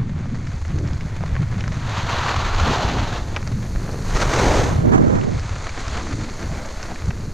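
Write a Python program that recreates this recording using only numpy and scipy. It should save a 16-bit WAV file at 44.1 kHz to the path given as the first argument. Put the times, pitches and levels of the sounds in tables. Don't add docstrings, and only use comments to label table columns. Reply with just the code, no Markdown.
import sys
import numpy as np
from scipy import signal
from scipy.fft import rfft, irfft, next_fast_len
from scipy.io import wavfile
from scipy.ndimage import uniform_filter1d, map_coordinates

SR = 44100
rng = np.random.default_rng(int(sys.argv[2]) if len(sys.argv) > 2 else 0)


def wav_out(sig):
    wavfile.write(sys.argv[1], SR, np.round(np.clip(np.atleast_2d(sig).T, -1, 1) * 32767).astype(np.int16))


N = 323253
TIME = np.arange(N) / SR


def from_db(db):
    return 10 ** (np.asarray(db) / 20)


def rms_one(x):
    return x / np.sqrt(np.mean(x ** 2) + 1e-20)


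def gains(rows):
    times, *columns = np.transpose(rows)
    return [from_db(np.interp(TIME, times, db)) for db in columns]


def swell(at_s, attack_s, release_s, hold_s=0):
    rise = np.minimum(TIME - at_s, 0) / attack_s
    fall = np.maximum(TIME - at_s - hold_s, 0) / release_s
    return np.exp(-rise ** 2 - fall ** 2)


def swells(rows):
    return np.sqrt(sum((from_db(db) * swell(s, half_s, half_s)) ** 2 for s, half_s, db in rows))


def drift(corner_hz, step=20, settle=2000):
    r = np.exp(-2 * np.pi * corner_hz * step / SR)
    slow = signal.lfilter([1], [1, -2 * r, r * r], rng.standard_normal(N // step + settle + 2))[settle:]
    return np.interp(np.arange(N) / step, np.arange(len(slow)), rms_one(slow))


def colour(x, spectrum):
    hz, level_db = np.transpose(spectrum)
    size = next_fast_len(N)
    log_hz = np.log(np.arange(size // 2 + 1) * SR / size + 1)
    skirts = np.maximum(np.log(hz[0]) - log_hz, 0) + np.maximum(log_hz - np.log(hz[-1]), 0)
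    shape = from_db(np.interp(log_hz, np.log(hz), level_db) - 20 * skirts)
    return rms_one(irfft(rfft(x, size) * shape, size)[:N])


def steady(x, window_s):
    return x / np.sqrt(uniform_filter1d(x ** 2, max(int(window_s * SR), 2)) + 1e-6)


def resonance(x, hz, width_hz):
    r = np.exp(-np.pi * width_hz / SR)
    poles = [1, -2 * r * np.cos(2 * np.pi * hz / SR), r * r]
    return signal.lfilter(np.array([1, 0, -1]) * (1 - r * r) / 2, poles, x)


def moving_resonance(x, times, hz, width_hz, size=512):
    r = np.exp(-np.pi * width_hz / SR)
    out, state = np.zeros(N), np.zeros(2)
    for at in range(0, N, size):
        w = 2 * np.pi * np.interp(at / SR, times, hz) / SR
        poles = [1, -2 * r * np.cos(w), r * r]
        out[at:at + size], state = signal.lfilter([1, 0, -1], poles, x[at:at + size], zi=state)
    return out * (1 - r * r) / 2


def grains(per_s, spread_db):
    sizes = from_db(spread_db * np.minimum(rng.exponential(1, N), 5)) * rng.choice([-1, 1], N)
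    return rms_one(sizes * (rng.random(N) < per_s / SR))


def jolts(per_s, decay_s):
    kicks = rng.exponential(1, N) * (rng.random(N) < per_s / SR)
    pole = np.exp(-1 / (decay_s * SR))
    return rms_one(signal.lfilter([1], [1, -pole], np.minimum(kicks, 2) + 1e-18))


def swept(eddies, hz, pattern_hz=108):
    travelled = rng.random() * N + np.cumsum(hz / pattern_hz)
    return map_coordinates(eddies, [travelled % (N - 1)], order=1)


def head_wind(rumble_db=-31, lumpy_db=2.0, unrest_octaves=0.1401, flank_speed=0.7):
    # f/Hz, level/dB
    rumble_spectrum = [(8, -7), (20, -7.5), (45, -16.5), (70, -24), (110, -55), (250, -69)]
    eddy_spectrum = [(35, -12), (70, -1.5), (108, 2), (140, -4), (175, -11.5), (230, -18.5), (400, -35),
                     (800, -82)]
    # t/s, level/dB, eddy f/Hz
    airflow = [(0, -25, 155.4), (0.399, -27.5, 135), (0.55, -26, 88.06), (1.001, -28, 116.2),
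               (1.55, -23, 113.1), (1.852, -25, 120.2), (2.301, -26.5, 97.9), (3.3, -27, 100.3),
               (4.05, -28.5, 114.8), (4.5, -20.5, 115), (5.449, -28.5, 99.5), (5.68, -33.5, 82.4),
               (6.9, -36.5, 85), (7.2, -30, 107.7)]
    # peak t/s, half length/s, level/dB, eddy f/Hz
    gusts = [(0.012, 0.023, -20, 148), (0.171, 0.023, -24.5, 115.5), (0.335, 0.075, -30, 220),
             (0.739, 0.052, -19.5, 105.1), (0.816, 0.098, -32, 340.4), (0.859, 0.025, -18.5, 115),
             (0.934, 0.034, -22, 108.3), (1.061, 0.045, -27, 144.7), (1.214, 0.021, -19, 148),
             (1.323, 0.03, -18.5, 109.2), (1.41, 0.038, -19.5, 129.7), (2.383, 0.04, -20.5, 113.8),
             (2.593, 0.13, -21, 38.5), (2.629, 0.026, -14.5, 100), (2.694, 0.04, -20.5, 239),
             (2.861, 0.023, -20.5, 112.3), (2.93, 0.13, -28.5, 259.8), (2.973, 0.053, -19.5, 105.7),
             (2.994, 0.095, -26.5, 43.6), (3.539, 0.035, -19.5, 105.4), (3.579, 0.17, -29, 189.7),
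             (3.765, 0.06, -20, 37.3), (4.195, 0.16, -20.5, 37.84), (4.512, 0.12, -18.5, 41.1),
             (4.781, 0.1, -18.5, 99.6), (4.97, 0.22, -22, 194.9), (5.159, 0.058, -23.5, 124.1),
             (5.364, 0.038, -19.5, 98.8), (5.534, 0.044, -25.5, 92.4), (5.922, 0.091, -26.5, 73.7),
             (6.151, 0.21, -31.5, 288), (6.182, 0.084, -25, 118.6), (6.439, 0.037, -30.5, 259),
             (6.508, 0.081, -25.5, 99.2), (7.088, 0.049, -18.5, 100.4)]
    eddies = colour(rng.standard_normal(N), eddy_spectrum)
    lumps = from_db(lumpy_db * drift(29.0))
    unrest = 2 ** (unrest_octaves * drift(13.99))
    times, flow_db, flow_hz = np.transpose(airflow)
    out = from_db(rumble_db) * steady(colour(rng.standard_normal(N), rumble_spectrum), window_s=0.14)
    buffeting = lumps * swept(eddies, unrest * np.interp(TIME, times, flow_hz))
    out += from_db(np.interp(TIME, times, flow_db)) * steady(buffeting, window_s=0.089)
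    for s, half_s, db, hz in gusts:
        near = np.abs(TIME - s) < 2.5 * half_s
        force = np.exp(-((TIME[near] - s) / half_s) ** 2)
        speed = unrest[near] * (flank_speed + (1 - flank_speed) * force)
        out[near] += from_db(db) * force * steady(lumps[near] * swept(eddies, hz * speed), half_s)
    return out


def crosswind(lumpy_db=1.0, tearing_db=5.0, lee_db=-7.0):
    # peak t/s, half length/s, roar/dB, rush/dB
    gusts = [(4.71, 0.24, -26, -31), (4.877, 0.041, -11, -37), (4.948, 0.032, -11, -15),
             (5.017, 0.14, -10.5, -27), (5.158, 0.059, -16.5, -24.5), (5.274, 0.075, -17.5, -37)]
    # f/Hz, level/dB
    roar_spectrum = [(25, -34), (70, -2), (130, 2), (280, 5), (450, -1), (800, -12), (2500, -56)]
    rush_spectrum = [(250, -20), (600, 11.5), (1000, 12.5), (1600, 7), (2600, -8), (4800, -22), (6500, -12),
                     (12000, -43)]
    roar_gain = swells([(s, half_s, db) for s, half_s, db, _ in gusts])
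    rush_gain = swells([(s, half_s, db) for s, half_s, _, db in gusts])
    roar = colour(rng.standard_normal(N) * from_db(lumpy_db * drift(23)), roar_spectrum)
    rush = colour(rng.standard_normal(N) * from_db(tearing_db * drift(41)), rush_spectrum)
    pressure = roar_gain * steady(roar, window_s=0.046) + rush_gain * steady(rush, window_s=0.052)
    return pressure * from_db([[lee_db], [0]]) * [[-1], [1]]


def powder(width=0.52, re_spray_db=-34):
    # t/s, level/dB
    raised = [(0, -100), (0.6, -71), (1.9, -69), (3.3, -64), (4.55, -51.5), (4.85, -61), (5.2, -81),
              (5.8, -80), (6.45, -61), (7.33, -63)]
    # f/Hz, level/dB
    fizz_spectrum = [(7000, -20), (9000, 13.5), (11000, 4), (12800, 6.5), (15000, -3)]
    _, carve, skid, _ = edging()
    level = np.hypot(gains(raised)[0], from_db(re_spray_db) * np.hypot(carve, skid))
    centre = colour(grains(per_s=34000, spread_db=5.5), fizz_spectrum)
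    around = colour(rng.standard_normal(N), [(11000, -50), (12500, 4), (15000, -4)])
    return level * (centre * from_db([[-1], [1]]) + width * around * [[1], [-1]])


def scuffs(hollow_gain=3.5, width_hz=200):
    # t/s, half length/s, level/dB, hollow f/Hz
    brushes = [(3.325, 0.26, -37, 416), (3.95, 0.27, -32, 450), (6.556, 0.21, -35, 594),
               (6.915, 0.026, -30.5, 690), (7.23, 0.29, -36, 398)]
    # f/Hz, level/dB
    snow_spectrum = [(200, 11.5), (420, -7), (900, -7.5), (1500, -6.5), (3000, -18.5)]
    crumbs = colour(grains(per_s=4500, spread_db=4.2), snow_spectrum)
    out = np.zeros(N)
    for s, half_s, db, hz in brushes:
        crunch = crumbs + hollow_gain * resonance(crumbs, hz, width_hz)
        out += from_db(db) * swell(s, half_s, half_s) * steady(crunch, window_s=0.062)
    return out


def clacks(crush=0.076, crush_s=0.0042, thud_hz=560, thud_width_hz=330, thud_db=-13,
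           ski_top_hz=2450, snap_hz=5300, snap_width_hz=2800, housing_hz=7200, size=4096):
    # t/s, body peak/dB, body f/Hz, snap re body/dB
    knocks = [(0.257, -29, 560, -20), (0.346, -28, 1000, -8), (0.471, -25.5, 1700, -5),
              (0.651, -26, 1300, -12), (0.681, -31, 1300, -3), (0.786, -32, 1770, 3),
              (0.875, -29.5, 1500, 0), (0.933, -26.5, 1270, -2), (1.009, -24, 1820, -10),
              (1.208, -25, 750, -11), (1.237, -19, 640, -16), (1.353, -21, 1420, -15),
              (1.365, -16.5, 1180, -26), (1.526, -22, 1030, -18), (1.607, -24, 1900, -4),
              (1.640, -18.5, 1430, -14), (1.679, -17.5, 1060, -6), (1.721, -24.5, 1900, -5),
              (2.284, -9.5, 1150, -16), (3.3632, -13, 1880, -11), (3.368, -14.5, 910, -8),
              (3.374, -20, 850, -18), (3.428, -24, 1350, -11), (3.475, -22, 1080, 2),
              (3.760, -22, 1070, -14), (3.798, -30, 950, -15), (3.879, -28, 1320, -14),
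              (4.17, -12.5, 760, -11), (5.213, -22.5, 2300, -14), (5.396, -26, 1500, 3),
              (5.561, -21, 1100, -18), (5.693, -20, 1490, -6), (5.881, -22, 1288, 3.5),
              (6.070, -18.5, 890, -20), (6.124, -23, 1360, -14), (6.428, -24.5, 1300, -4),
              (6.829, -24, 1450, 5.5), (6.959, -25.5, 1750, -14), (7.106, -21.5, 1600, -12),
              (7.109, -24, 754, -18)]
    out, t = np.zeros(N + size), np.arange(size) / SR
    ski_lowpass = signal.butter(3, ski_top_hz, fs=SR, output="sos")
    mean_hz = np.mean([hz for _, _, hz, _ in knocks])
    for s, peak_db, hz, snap_db in knocks:
        contact = crush * hz / mean_hz * rng.standard_normal(size) * np.exp(-t / crush_s)
        contact[0] += 1
        body = signal.sosfilt(ski_lowpass, resonance(resonance(contact, hz, 0.9 * hz), hz, 1.8 * hz))
        thud = resonance(resonance(contact, thud_hz, thud_width_hz), thud_hz, thud_hz)
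        snap = resonance(resonance(contact, snap_hz, snap_width_hz), snap_hz, snap_width_hz)
        at = int(s * SR)
        for part, db in ((body, 0), (thud, thud_db), (snap, snap_db)):
            out[at:at + size] += from_db(peak_db + db) * part / np.abs(part).max()
    return signal.sosfilt(signal.butter(8, housing_hz, fs=SR, output="sos"), out[:N])


def glide(bumps_db=2.23, crunch_kick=0.2, hiss_kick=0.21, even_s=0.18):
    # t/s, crunch/dB, hiss/dB
    levels = [(0, -42.5, -58.5), (0.5, -42.5, -51), (1.4, -38.5, -51.5), (1.8, -38.5, -48),
              (3.65, -42.5, -47.5), (4.1, -48.5, -43.5), (4.85, -40.5, -50), (5.4, -37.5, -45),
              (5.97, -34, -41.5), (6.36, -38.5, -44), (6.92, -38, -45), (7.33, -50.5, -49.5)]
    # f/Hz, level/dB
    crunch_spectrum = [(200, 0.5), (400, 1.5), (800, -1), (1400, -2), (1750, -4), (2150, -4.5),
                       (2800, -13.5), (3600, -13.5), (8000, -43)]
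    hiss_spectrum = [(2000, -3.5), (3200, -14.5), (4300, 2.5), (5200, -4.5), (6400, 1.5), (7200, -2.5),
                     (8000, -11.5), (9500, -16.5), (11500, -27.5), (15000, -64)]
    crunch_gain, hiss_gain = gains(levels)
    lumps = jolts(per_s=90, decay_s=0.0032)
    crumbs = grains(per_s=3200, spread_db=3.0)
    coarse = (crumbs + 0.7 * rng.standard_normal(N)) * from_db(bumps_db * drift(19.3))
    fine = 0.58 * crumbs + grains(per_s=3500, spread_db=3.5) + 1.46 * rng.standard_normal(N)
    crunch = colour(coarse * (1 + crunch_kick * lumps), crunch_spectrum)
    hiss = colour(fine * (1 + hiss_kick * lumps), hiss_spectrum)
    return crunch_gain * steady(crunch, even_s) + hiss_gain * steady(hiss, even_s)


def edging(heap_db_per_s=21.5):
    # edge set t/s, attack/s, hold/s, release/s, scrape/dB, spray/dB, heap/dB, sideways share/1
    edge_sets = [(2.17, 0.28, 0.54, 0.43, -24.5, -33, -30.5, 0.01),
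                 (4.36, 0.22, 0.13, 0.21, -24.5, -28.5, -19, 0.87),
                 (5.899, 0.61, 0.065, 0.15, -41, -48.5, -48, 0)]
    # t/s, half length/s, gain/dB
    patches = [(1.983, 0.011, 2.5), (2.048, 0.026, -6.5), (2.292, 0.026, 3), (2.527, 0.15, -3),
               (2.684, 0.085, 3.5), (3.164, 0.033, 5), (3.257, 0.042, -7), (4.167, 0.012, 8.5),
               (4.218, 0.022, 5.5), (4.293, 0.048, -4), (4.383, 0.082, 1), (4.59, 0.018, 2),
               (5.95, 0.073, 6)]
    hardness = from_db(sum(db * swell(s, half_s, half_s) for s, half_s, db in patches))
    scrape = carve = skid = heap = 0
    for s, attack_s, hold_s, release_s, scrape_db, spray_db, heap_db, sideways in edge_sets:
        pressure = hardness * swell(s, attack_s, release_s, hold_s)
        scrape += pressure * from_db(scrape_db)
        carve += pressure * from_db(spray_db) * np.sqrt(1 - sideways)
        skid += pressure * from_db(spray_db) * np.sqrt(sideways)
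        heap += pressure * from_db(heap_db - heap_db_per_s * np.maximum(s + hold_s - TIME, 0))
    return scrape, carve, skid, heap


def turns(chatter_db=1.52, bite=0.13, groove_width_hz=350):
    # t/s, f/Hz, gain/1
    groove = [(2.0, 1000, 0.31), (2.3, 1070, 0.64), (2.62, 1150, 0.7), (2.719, 960, 0.36), (2.79, 700, 2.1),
              (2.921, 766, 0.44), (3.198, 735, 1.5), (4.201, 1050, 0.41), (4.4, 1020, 1.3),
              (4.58, 580, 0.97), (5.6, 1150, 0.46)]
    # f/Hz, level/dB
    scrape_spectrum = [(200, -0.5), (450, -2), (750, 4.5), (1350, 4), (1700, 0.5), (2100, -2.5),
                       (3000, -6.5), (4200, -19), (8000, -50)]
    carve_spectrum = [(1800, -8), (3300, 1), (4200, 2), (5200, -7), (6400, -5.5), (7200, -10), (8200, -25),
                      (10000, -31.5), (12000, -32)]
    skid_spectrum = [(1400, 9), (2100, 7.5), (3000, -5.5), (4200, -2), (5200, -1.5), (6400, 4), (7200, -4),
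                     (8300, -8), (9700, -19), (11500, -35)]
    heap_spectrum = [(130, -6.5), (300, 2), (430, 3), (700, -1), (1100, -9), (3000, -53)]
    scrape_gain, carve_gain, skid_gain, heap_gain = edging()
    chatter = from_db(chatter_db * drift(54)) * (1 + bite * jolts(per_s=70, decay_s=0.00026))
    shavings = (grains(per_s=13000, spread_db=0.0) + 1.1 * rng.standard_normal(N)) * chatter
    crystals = (grains(per_s=9000, spread_db=2.0) + 0.5 * rng.standard_normal(N)) * chatter
    times, groove_hz, groove_gain = np.transpose(groove)
    hollow = moving_resonance(shavings, times, groove_hz, groove_width_hz)
    scrape = colour(shavings + np.interp(TIME, times, groove_gain) * hollow, scrape_spectrum)
    spray = carve_gain * colour(crystals, carve_spectrum) + skid_gain * colour(crystals, skid_spectrum)
    heap = colour(grains(per_s=2500, spread_db=1.5) * chatter, heap_spectrum)
    return scrape_gain * steady(scrape, window_s=0.16) + spray + heap_gain * steady(heap, window_s=0.035)


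def scene():
    return head_wind() + crosswind() + glide() + turns() + scuffs() + powder() + clacks()


def record(dry):
    ceiling, cutoff_hz = 1.5, 15200
    lowpass = signal.ellip(10, 0.05, 70, cutoff_hz, fs=SR, output="sos")
    return signal.sosfiltfilt(lowpass, ceiling * np.tanh(dry / ceiling))


dry = scene()
out = record(dry)
wav_out(out)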